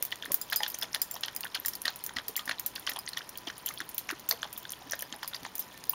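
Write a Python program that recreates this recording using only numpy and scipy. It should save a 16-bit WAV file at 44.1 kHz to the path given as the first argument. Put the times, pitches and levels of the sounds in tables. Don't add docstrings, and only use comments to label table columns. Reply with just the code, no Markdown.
import sys
import numpy as np
from scipy import signal
from scipy.fft import rfft, irfft
from scipy.io import wavfile
from scipy.ndimage import uniform_filter1d

SR = 44100
rng = np.random.default_rng(int(sys.argv[2]) if len(sys.argv) > 2 else 0)


def transcribe(signal):
    frames = np.atleast_2d(signal).T
    limited = np.clip(frames, -1, 1)
    pcm = np.round(limited * 32767).astype(np.int16)
    wavfile.write(sys.argv[1], SR, pcm)


def gain_from_decibels(decibels):
    exponent = np.asarray(decibels, float) / 20
    return 10 ** exponent


N = 261937


def rms_one(x):
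    return x / np.sqrt(np.mean(x ** 2) + 1e-20)


def band(x, low_hz, high_hz):
    return signal.sosfilt(signal.butter(2, [low_hz, high_hz], "band", fs=SR, output="sos"), x)


def resonance(x, hz, width_hz):
    r = np.exp(-np.pi * width_hz / SR)
    feedback = [1, -2 * r * np.cos(2 * np.pi * hz / SR), r * r]
    return signal.lfilter(np.array([1, 0, -1]) * (1 - r * r) / 2, feedback, x)


def dying(t, t60, rise):
    return (1 - np.exp(-t / rise)) * gain_from_decibels(-60 * t / t60)


def seconds(length_s):
    return np.arange(int(length_s * SR)) / SR


def tone(hz, t):
    return np.sin(2 * np.pi * hz * t)


def add(out, s, x):
    at = min(max(round(s * SR), 0), len(out))
    out[at:at + len(x)] += x[:len(out) - at]


def grains(per_s, spread_db):
    sizes = gain_from_decibels(spread_db * np.minimum(rng.exponential(1, N), 4)) * rng.choice([-1, 1], N)
    return sizes * (rng.random(N) < per_s / SR) + 1e-18


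def swarm(per_s, spread_db, low_hz, high_hz, cycles, count):
    born, dealt = grains(per_s, spread_db), rng.integers(0, count, N)
    pitches = np.geomspace(low_hz, high_hz, count)
    return rms_one(sum(resonance(born * (dealt == k), hz, hz / cycles) for k, hz in enumerate(pitches)))


def bursts(rows, gain_db, cycles, noisy):
    out, t = np.zeros(N), seconds(1 / 16)
    for s, db, hz in rows:
        rise, white = 0.00031 + 0.6 / hz, rng.standard_normal(len(t))
        colour = rms_one(resonance(resonance(white, hz, 0.3 * hz), hz, 0.3 * hz))
        wave = np.sin(2 * np.pi * hz * t + white[0]) + noisy * colour
        add(out, s - 1.3 * rise, gain_from_decibels(db + gain_db) * wave * dying(t, 0.0047 + cycles / hz, rise))
    return out


# (frequency [Hz], density [dB per Hz])
FLOOR_SPECTRUM = [(12, -33), (20, -7.5), (191, 3.5), (511, 0.5), (977, 2.5), (1330, -1.5), (5300, -13),
                  (7860, -16.5), (9050, -13), (12700, -17), (15500, -18), (16800, -47)]
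# (frequency [Hz], rms level [dB])
HUM_LINES = [(59.5, -75), (120, -73.5), (990.5, -66)]


def room_floor():
    hz = np.fft.rfftfreq(N, 1 / SR) + 1
    corner_hz, density_db = np.transpose(FLOOR_SPECTRUM)
    shape = gain_from_decibels(np.interp(np.log(hz), np.log(corner_hz), density_db))
    hiss = rms_one(irfft(rfft(rng.standard_normal(N)) * shape, N))
    t = np.arange(N) / SR
    lines = sum(np.sqrt(2) * gain_from_decibels(db) * tone(line_hz, t) for line_hz, db in HUM_LINES)
    return gain_from_decibels(-54.5) * hiss + lines


# (time [s], peak level [dB], pitch [Hz], fall to half [ms])
TONGUE_POCKETS = [(0.1262, -27.5, 1920, 2.1), (0.2587, -28.5, 1800, 1.6), (0.5243, -22, 1690, 1.6),
                  (0.5281, -21.5, 1740, 1.4), (0.5343, -46, 1760, 1), (0.6054, -27.5, 1890, 1.8),
                  (0.6642, -27.5, 1660, 0.95), (0.9438, -29, 1880, 0.65), (0.9474, -31, 1860, 1.1),
                  (0.9609, -28.5, 1770, 1.7), (1.2838, -29, 1690, 0.83), (1.5514, -31.5, 2320, 1.1),
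                  (1.5599, -28.5, 1600, 1.1), (1.6502, -30, 1830, 2), (1.8551, -20, 1850, 2.3),
                  (1.8811, -25.5, 1650, 0.66), (1.8845, -31.0, 1690, 1), (2.1679, -22, 1910, 1.9),
                  (2.1861, -27.5, 1670, 0.9), (2.4778, -26.5, 1800, 1.8), (2.4814, -38, 1710, 1),
                  (2.4946, -22, 1640, 1.2), (2.4984, -39, 1720, 0.7), (2.5124, -22, 1860, 0.85),
                  (2.516, -27, 1730, 0.91), (2.8679, -30, 2020, 0.55), (2.8752, -23.5, 1600, 0.85),
                  (2.8784, -39, 1920, 0.7), (2.8937, -23.5, 1900, 0.7), (2.9186, -33.5, 1850, 1.6),
                  (3.1726, -28.0, 1870, 1.7), (3.5011, -27.5, 1750, 1), (3.804, -23.5, 1690, 1.4),
                  (3.8127, -28.5, 1500, 0.6), (4.0919, -23, 2210, 0.49), (4.1029, -26.5, 1600, 0.94),
                  (4.1126, -26.5, 1760, 1.2), (4.431, -24.5, 1560, 0.8), (4.9343, -22.5, 1660, 1.6),
                  (4.9428, -34, 1780, 2.2), (5.2315, -24.5, 1730, 0.35), (5.4515, -29, 1910, 1)]
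# (time [s], peak level [dB], pitch [Hz])
LIP_POCKETS = [(0.1227, -24, 3050), (0.1267, -34, 3260), (0.225, -25, 3280), (0.527, -36, 3190),
               (0.5313, -31, 3500), (0.536, -27, 3500), (0.6339, -15.5, 3190), (0.6476, -28, 3240),
               (0.6643, -24.5, 3440), (0.827, -22.5, 3340), (0.9474, -21, 3400), (1.2353, -20, 3360),
               (1.2387, -26.5, 2970), (1.2522, -28.5, 3230), (1.283, -25, 3150), (1.437, -27, 2800),
               (1.549, -30, 3280), (1.5551, -25.5, 3000), (1.8555, -22, 3500), (1.861, -38, 3400),
               (1.869, -28, 3130), (1.8809, -29, 3360), (2.1667, -29, 3350), (2.171, -34, 3400),
               (2.1866, -27, 3300), (2.394, -25, 3250), (2.495, -29.0, 2830), (2.5125, -29, 2670),
               (2.7598, -31, 2740), (2.874, -28, 3110), (2.8945, -41, 2980), (2.9185, -32.5, 3160),
               (2.9617, -27, 3370), (3.1743, -25, 3370), (3.473, -30, 3200), (3.476, -28, 3140),
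               (3.4827, -30, 3090), (3.6817, -30, 3150), (4.0915, -38, 3160), (4.105, -30, 2800),
               (4.312, -31, 3140), (4.4308, -25, 3430), (4.4442, -33, 3440), (5.126, -28.5, 3180),
               (5.3449, -31, 3540)]
# (time [s], level [dB], pitch
# [Hz])
TIP_POCKETS = [(0.3177, -37, 5500), (0.5318, -21.5, 4260), (0.5606, -32, 6270), (0.6331, -23, 4890),
               (0.7443, -24.5, 6140), (0.824, -23.5, 5000), (0.832, -26.5, 5260), (0.9472, -24, 4980),
               (0.953, -33, 4800), (1.0175, -36, 5260), (1.2362, -27, 4030), (1.547, -24, 4230),
               (1.551, -26.5, 5020), (1.6599, -28, 5430), (1.7356, -29.5, 5400), (1.8546, -26, 4840),
               (1.8809, -16, 4120), (2.167, -27.5, 4240), (2.2837, -32, 4750), (2.3657, -26.5, 5120),
               (2.3958, -31, 4300), (2.496, -30, 4330), (2.5147, -30, 4260), (2.5966, -32.5, 5300),
               (2.761, -26, 4480), (2.8677, -28, 5400), (2.8757, -32, 4530), (2.891, -30, 4200),
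               (3.1334, -27.5, 4200), (3.1716, -27.5, 5740), (3.6886, -25.5, 6300), (4.0916, -32, 5600),
               (4.3112, -13.5, 4470), (4.9211, -21, 5800), (5.347, -25, 4770)]
# (time [s], level [dB], pitch [Hz])
DEEP_POCKETS = [(0.6064, -31, 797), (0.6205, -41, 840), (0.6333, -37, 880), (1.1636, -31.5, 970),
                (1.4445, -32.5, 900), (2.4951, -36, 1050), (2.514, -44, 870), (2.8768, -34.5, 1200),
                (2.9622, -31, 950), (2.9705, -34.5, 970), (3.4743, -35.0, 820), (4.105, -29.5, 1190),
                (4.328, -34, 1080), (4.4316, -37, 1130), (4.4452, -38, 1040), (5.2319, -31, 1030),
                (5.246, -33, 1070), (5.452, -32, 970), (5.4647, -32.5, 900)]


def pops():
    unlisted = LIP_POCKETS + TIP_POCKETS + DEEP_POCKETS
    return TONGUE_POCKETS + [(s, db, hz, 0.8 + 300.0 / hz) for s, db, hz in unlisted]


def wetness(t60):
    stirred = np.zeros(N)
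    for s, db, *_ in pops():
        stirred[min(max(round((s - 0.003) * SR), 0), N - 1)] += gain_from_decibels(db + 24) ** 0.6
    r = gain_from_decibels(-60 / (t60 * SR))
    return uniform_filter1d(signal.lfilter([1], [1, -r], stirred), size=200)


# (frequency [Hz], width [Hz], level [dB])
MOUTH_MODES = [(900, 3300, -11.5), (1850, 87, 9.5), (3250, 800, 2.5), (4300, 133, -4), (5010, 200, -3)]


def mouth(x):
    return sum(gain_from_decibels(db) * resonance(x, hz, width) for hz, width, db in MOUTH_MODES)


def lapping():
    bare = swarm(1100, 3.5, 900, 6800, cycles=12, count=16)
    crackle = rms_one(bare + mouth(bare))
    gurgle = swarm(600, 2.5, 620, 1500, cycles=7, count=8)
    threads = swarm(1300, 3.5, 5000, 15000, cycles=7, count=8)
    stray = swarm(250, 2.4, 2500, 15000, cycles=14, count=8)
    out = crackle * (gain_from_decibels(-44.0) * wetness(0.051) + gain_from_decibels(-58.5))
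    out += gain_from_decibels(-55.5) * gurgle * wetness(0.14)
    out += gain_from_decibels(-44.0) * threads * wetness(0.0085)
    return out + gain_from_decibels(-62.0) * stray


# (time [s], level [dB], pitch [Hz])
MUZZLE_NUDGES = [(5.024, -47, 573), (0.2474, -49.5, 418), (0.282, -46.5, 294), (0.0089, -51, 534),
                 (0.7423, -50, 610), (1.5864, -50, 315), (2.0848, -51, 420), (2.8929, -47, 417),
                 (3.4766, -45, 283), (3.8123, -47.5, 307), (4.1271, -43, 315), (4.3736, -62, 494),
                 (4.9348, -41.5, 580), (5.0445, -47, 560)]


def nudges():
    return bursts(MUZZLE_NUDGES, 6.9, cycles=10.6, noisy=1.0)


# (time [s], peak level [dB], crack colour [Hz], ring level over peak [dB])
STRIKES = [(0.0255, -9.5, 14100, -23.5), (0.051, -16.5, 14800, -21), (0.3188, -8.5, 12200, -24),
           (0.3428, -16, 15200, -14), (0.414, -16, 15400, -18.5), (0.5002, -22, 14700, -24),
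           (0.5603, -12.5, 13100, -14.5), (0.6794, -21, 13000, -15), (0.7005, -20, 12800, -22),
           (1.0173, -8, 14600, -19.5), (1.112, -16.5, 15100, -23), (1.363, -13.5, 14900, -29),
           (1.66, -10, 14700, -22.5), (1.6825, -11, 15200, -21), (2.039, -17, 16000, -15.5),
           (2.2822, -15.5, 12460, -20), (2.3649, -11, 14600, -19), (2.5964, -16.5, 12900, -24),
           (2.6622, -13.5, 14300, -17), (2.896, -17.5, 12600, -19), (3.3748, -20.5, 15500, -34),
           (3.6609, -17.5, 13700, -16.5), (3.9453, -20.5, 15600, -24), (3.9807, -14.5, 12100, -16),
           (4.2891, -11.5, 14900, -16), (4.5764, -22, 15500, -16), (4.91, -18.5, 14600, -26),
           (5.5537, -20, 12600, -17), (5.593, -19, 13300, -10.5), (5.8949, -23.5, 13700, -8.5)]
# (time [s], peak level [dB], crack colour [Hz])
LINKS = [(0.254, -25, 11000), (0.5282, -19, 12200), (0.746, -20, 9100), (0.7868, -21.5, 15000),
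         (0.813, -22.5, 14600), (0.8306, -21.5, 12000), (0.9466, -13, 10500), (1.1426, -22.5, 14600),
         (1.26, -25, 12800), (1.4075, -18, 15300), (1.5504, -21.5, 10000), (1.735, -27, 11800),
         (1.8178, -19, 10700), (1.856, -19, 9400), (2.064, -16.5, 15000), (2.9345, -27, 10500),
         (2.9894, -19, 15000), (3.09, -21.5, 9200), (3.181, -25.5, 12800), (3.2925, -20.5, 17100),
         (3.8056, -27, 9800), (4.111, -21, 10100), (4.312, -27, 13500), (4.7204, -18, 9200),
         (5.008, -24, 10300), (5.0226, -15.5, 13400), (5.232, -28.5, 13000)]
# (time [s], peak level [dB])
BRUSHES = [(1.209, -27), (1.349, -27), (1.446, -24), (1.6495, -30), (1.7523, -22), (1.959, -25.5),
           (2.456, -25.5), (2.754, -26), (2.796, -28.5), (3.58, -29.5), (3.689, -23.5), (3.739, -30),
           (3.891, -23.5), (4.324, -39), (4.5286, -23), (4.7045, -26), (4.992, -24.5), (5.277, -17.5),
           (5.581, -32)]


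def touches():
    link_ring_db, brush_hz, brush_ring_db = -30, 11000, -21
    links = [(*row, link_ring_db) for row in LINKS]
    return STRIKES + links + [(*row, brush_hz, brush_ring_db) for row in BRUSHES]


# (frequency [Hz], width [Hz], level [dB], t60 [s])
TAG_MODES = [(9200, 7400, -11, 0.14), (12150, 86, -17, 0.054), (12800, 56, -6.5, 0.051),
             (14600, 64, -8, 0.046), (15000, 200, -9, 0.043)]


def clinks():
    out, t = np.zeros(N), seconds(1 / 7)
    for s, db, hz, ring_db in touches():
        luck, white = rng.standard_normal(6), rng.standard_normal((2, len(t)))
        ring = np.zeros(len(t))
        for (mode_hz, width, level_db, t60), size_db in zip(TAG_MODES, luck):
            mode = rms_one(resonance(white[1], mode_hz, width)) + 2.7 * np.exp(-width / 240) * tone(mode_hz, t)
            ring += gain_from_decibels(level_db + size_db) * mode * dying(t, t60, 0.00056)
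        crack = band(white[0], 6830, 21900) + gain_from_decibels(8.5) * resonance(white[0], hz, 870)
        crack += gain_from_decibels(-8.0) * band(white[0], 1020, 15600) + gain_from_decibels(-40.0) * band(white[0], 150, 1700)
        tail = dying(t, 0.0079, 0.00038) + gain_from_decibels(ring_db - 19.0) * dying(t, 0.013, 0.0018)
        rebound = gain_from_decibels(-16.5) * dying(t[:SR // 50], 0.019, 0.0011)
        add(tail, 0.0057 + 0.00049 * luck[5], rebound)
        crack = crack * tail / np.abs(crack * tail).max()
        add(out, s - 0.0003, gain_from_decibels(db) * (gain_from_decibels(ring_db + 3.0) * ring + gain_from_decibels(-2.5) * crack))
    return out


# (time [s], level [dB], colour [Hz])
FAINT_TICKS = [(0.0663, -39, 15000), (0.1177, -37, 15000), (2.0935, -41, 6360), (0.3337, -32, 12650),
               (0.6261, -39, 10600), (0.6336, -35, 12300), (0.7194, -35, 12800), (0.8261, -40, 10670),
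               (0.9324, -45, 10670), (1.1379, -38, 9960), (1.1663, -42, 12800), (1.9042, -40, 15000),
               (1.9905, -42, 9100), (2.4759, -41, 15000), (2.5028, -46, 10600), (2.867, -41, 10600),
               (2.9648, -38, 10300), (3.085, -35, 8900), (3.1728, -42, 10670), (3.3843, -43, 10600),
               (5.1259, -35.5, 6450), (3.7864, -40, 10400), (3.9146, -39, 8950), (4.2, -38, 14800),
               (4.3257, -31, 12650), (4.629, -41, 15000), (4.9552, -33, 15000), (5.1623, -39.5, 10670),
               (5.3533, -40, 12800), (5.3608, -42.5, 10670), (5.5823, -31, 15000), (5.8956, -15, 15000),
               (5.9315, -39, 10670)]


def fine_ticks():
    return bursts(FAINT_TICKS, 5.2, cycles=30, noisy=1.0)


# (time [s], peak level [dB], colour [Hz])
THREAD_SNAPS = [
    (0.107, -31, 5630),
    (0.157, -26, 8700),
    (0.2624, -31, 11000),
    (4.1954, -31, 5370),
    (5.4316, -28.5, 5100),
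    (5.7413, -34.5, 5240),
    (5.776, -30.5, 9200),
    (5.839, -24, 4670),
    (5.8526, -31, 11900),
    (5.8691, -34, 12800),
]


def snaps():
    out, t = np.zeros(N), seconds(1 / 50)
    for s, db, hz in THREAD_SNAPS:
        white = rng.standard_normal(len(t))
        tick = resonance(white, hz, 1300) + 0.62 * band(white, 1600, 16000)
        add(out, s, gain_from_decibels(db) * tick * dying(t, 0.0084, 0.00056))
    return out


# (time [s], level [dB], pitch [Hz])
FOOD_BUBBLES = [(0.1179, -34, 4120), (0.2461, -33, 3300), (0.5139, -28.5, 5270), (0.8149, -32, 5350),
                (0.8186, -41, 1600), (0.8439, -38.5, 2150), (0.9314, -32, 5640), (1.1544, -34, 5740),
                (1.1662, -35, 3290), (1.4532, -32, 1720), (1.4636, -35.5, 1420), (1.4694, -35.0, 3280),
                (1.5654, -35.5, 4250), (1.5739, -34.5, 3260), (1.7541, -35.0, 4750), (1.8948, -35.5, 1660),
                (2.0927, -36.5, 1590), (2.357, -31, 3120), (2.9354, -35, 5160), (3.0642, -34, 6370),
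                (3.0771, -28.5, 4630), (3.0895, -33, 4200), (3.1842, -35.5, 3120), (3.1909, -32, 4870),
                (3.2176, -35.0, 3060), (3.2917, -34, 5800), (3.3556, -35, 3200), (3.3842, -33.5, 4700),
                (3.672, -35, 3000), (3.776, -33, 3400), (3.7811, -39, 4660), (3.7922, -38, 4170),
                (3.9921, -36, 4700), (4.131, -35, 1520), (4.322, -34, 2070), (4.4193, -35, 6200),
                (4.6945, -32, 6100), (4.7346, -32.5, 3310), (4.8988, -34.5, 6080), (4.9112, -38, 5850),
                (4.9163, -40, 1870), (5.0084, -35, 5540), (5.023, -32, 5140), (5.0262, -37, 2980),
                (5.1385, -36, 1750), (5.3351, -31.5, 3580), (5.3644, -33, 4620), (5.5801, -34, 6500),
                (5.8387, -45, 4600), (5.9353, -35, 2770)]


def bubbles():
    return bursts(FOOD_BUBBLES, 2.1, cycles=20.5, noisy=1.0)


def smacks():
    out, t = np.zeros(N), seconds(1 / 30)
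    for s, db, hz, fall_ms in pops():
        luck, white = rng.random(2), rng.standard_normal(len(t))
        rise = 0.00034 + 0.9 / hz
        late = t - 2 * rise
        swell = (late / rise) ** 2 * 4.3
        fall = (np.abs(late) / (0.00088 * fall_ms)) ** 0.98
        shape = gain_from_decibels(-6 * np.where(late < 0, swell, fall))
        wave = np.sin(2 * np.pi * (hz * late * (1 + 2.7 * luck[0] * late) + luck[1]))
        splash = mouth(white * shape)
        sticky = resonance(resonance(white ** 3 / 4, hz, hz), hz, 0.5 * hz) * dying(t, 0.096, 0.0013)
        add(out, s - 2 * rise, gain_from_decibels(db + 0.5) * (wave * shape + gain_from_decibels(-5.0) * splash + gain_from_decibels(-10.5) * sticky))
    return out


# (time [s], level [dB], pitch [Hz])
PAUSE_BUBBLES = [(0.2354, -38, 1700), (0.2865, -39.5, 1520), (0.3071, -40, 960), (0.5, -35, 3100),
                 (0.5527, -32, 3250), (0.964, -37.0, 4960), (1.1411, -33, 5370), (1.4323, -33.5, 4480),
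                 (1.9041, -44, 3210), (2.0937, -35, 3260), (2.108, -35, 1040), (2.1991, -36, 1740),
                 (2.378, -35, 2050), (2.5205, -32, 4100), (2.5412, -39, 1910), (2.5846, -37, 3860),
                 (2.6621, -44, 3170), (2.7808, -37, 1670), (2.9702, -33, 3330), (2.985, -39, 1000),
                 (3.076, -32.5, 2900), (3.0765, -34.5, 1930), (3.2083, -34.5, 1620), (3.7055, -37, 1230),
                 (3.7107, -37.0, 2100), (3.982, -31, 3220), (4.454, -34, 827), (4.5643, -39.5, 3550),
                 (4.653, -33.5, 3550), (4.653, -38, 1590), (4.819, -47, 740), (4.823, -43, 3500),
                 (4.8977, -38, 3560), (4.9999, -37, 3100), (5.027, -33, 1720), (5.3307, -33, 1440),
                 (5.6247, -35.5, 5260), (5.9345, -36.5, 990)]


def faint_bubbles():
    return bursts(PAUSE_BUBBLES, 2.8, cycles=15.8, noisy=1.0)


# (time [s], peak level [dB], pitch [Hz])
STAND_THUDS = [(0.3018, -42.5, 563), (0.3055, -43.5, 267), (1.852, -53.5, 270), (2.163, -46, 248),
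               (2.291, -48.5, 434), (2.473, -49.5, 260), (2.915, -50.5, 264), (3.469, -50, 680),
               (4.331, -46.5, 465), (4.862, -49.5, 279), (5.123, -48, 260), (5.427, -48, 259)]


def thuds():
    out, t = np.zeros(N), seconds(1 / 10)
    for s, db, hz in STAND_THUDS:
        scuff = rms_one(band(rng.standard_normal(len(t)), 0.19 * hz, 1.9 * hz))
        add(out, s - 0.001, gain_from_decibels(db + 7.5) * (tone(hz, t) + 0.5 * scuff) * dying(t, 0.075, 0.003))
    return out


# (time [s], peak level [dB])
RIM_CLACKS = [
    (0.3205, -34),
    (0.3441, -27),
]


def clacks():
    out, t = np.zeros(N), np.arange(-40, 40) / SR
    half_width_s = 0.00006
    for s, db in RIM_CLACKS:
        add(out, s + t[0], -gain_from_decibels(db) * np.exp(-(t / half_width_s) ** 2))
    return out


# (time [s], level [dB], colour [Hz])
METAL_GLINTS = [
    (4.3118, -24, 6170),
    (1.6, -30, 12100),
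    (2.1376, -43, 10200),
    (2.4948, -34.5, 9700),
    (4.3117, -22, 13800),
    (4.9213, -36, 10200),
    (0.3438, -12.5, 15070),
    (1.9, -41, 15300),
    (5.8961, -27, 14600),
]


def glints():
    return bursts(METAL_GLINTS, 7.3, cycles=30, noisy=0.35)


# (time [s], peak level [dB], t60 [s])
FREE_SWING = [
    (0.5606, -39, 0.5),
]
# (time [s], peak level [dB])
LARGE_TAG_RINGS = [
    (0.4145, -45.5),
    (1.017, -39.5),
    (1.3628, -48),
    (1.6591, -49),
    (2.896, -56),
    (2.9896, -45.5),
    (0.7005, -52),
    (5.892, -49),
]
# (time [s], peak level [dB])
SMALL_TAG_RINGS = [
    (0.414, -43),
    (0.5605, -44),
    (1.018, -41),
    (1.111, -41.5),
    (1.659, -41),
    (2.3663, -39),
    (2.6623, -54),
    (3.6616, -45),
    (4.2896, -44),
]


def tag_rings():
    out, t = np.zeros(N), seconds(1 / 5)
    large = FREE_SWING + [(*row, 0.06) for row in LARGE_TAG_RINGS]
    small = [(*row, 0.07) for row in SMALL_TAG_RINGS]
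    for rows, hz in ((large, 4965), (small, 7350)):
        for s, db, t60 in rows:
            detune = 1 + 0.00038 * rng.standard_normal()
            waver = rms_one(band(rng.standard_normal(len(t)), 23, 130))
            fur_db = 900 * np.maximum(t - 0.044, 0)
            ring = tone(hz * detune, t) * gain_from_decibels(1.8 * waver - fur_db)
            fall = dying(t, max(t60, 0.01), 0.00021) + 1.34 * dying(t, 0.056, 0.00057)
            add(out, s, gain_from_decibels(db + 2.5) * ring * fall)
    return out


# (time [s], peak level [dB], pitch [Hz])
MOUTH_GULPS = [
    (0.604, -32.5, 834),
    (0.83, -43, 648),
    (1.138, -44.5, 680),
    (2.39, -40, 1230),
    (4.315, -39.5, 677),
    (5.137, -43.5, 828),
]


def gulps():
    out, t = np.zeros(N), seconds(1 / 10)
    for s, db, hz in MOUTH_GULPS:
        waver = rms_one(band(rng.standard_normal(len(t)), 23, 195))
        hum = np.sin(2 * np.pi * hz * t + 0.46 * waver)
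        add(out, s, gain_from_decibels(db + 3.5 * waver) * hum * dying(t, 0.13, 0.001))
    return out


# (time [s], level [dB], pitch [Hz])
LINGERING = [
    (4.955, -59, 4965),
    (5.052, -54, 4965),
    (5.279, -48, 5000),
    (5.743, -54, 1794),
]


def lingering_hums():
    return bursts(LINGERING, 6.0, cycles=250, noisy=0.1)


def room(x):
    t = seconds(1 / 3)
    tail = rng.standard_normal(len(t)) * dying(t, 0.2, 0.00095)
    return gain_from_decibels(-17) * signal.fftconvolve(x, tail / np.sqrt(np.sum(tail ** 2)))[:N]


def scene():
    near = lapping() + nudges() + clinks() + fine_ticks() + snaps() + bubbles() + smacks()
    near += faint_bubbles() + thuds() + clacks() + glints() + tag_rings() + gulps() + lingering_hums()
    return (near + room(near) + room_floor())[None]


def top_cut(x):
    return signal.sosfilt(signal.butter(12, 16970, fs=SR, output="sos"), x)


def record(dry):
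    notch_hz, notch_width_hz = 7910, 1400
    port = signal.lfilter(*signal.iirnotch(notch_hz, notch_hz / notch_width_hz, fs=SR), dry)
    port = 1.145 * port + 0.031 * dry
    kept = signal.sosfilt(signal.ellip(8, 0.5, 50, 15750, fs=SR, output="sos"), port)
    top = signal.sosfilt(signal.ellip(6, 0.5, 30, [15850, 16600], "band", fs=SR, output="sos"), port)
    attack = uniform_filter1d(top ** 2, size=256) > gain_from_decibels(-50) ** 2
    heard = kept + gain_from_decibels(-7) * top * attack
    return top_cut(heard)


dry = scene()
out = record(dry)
transcribe(out)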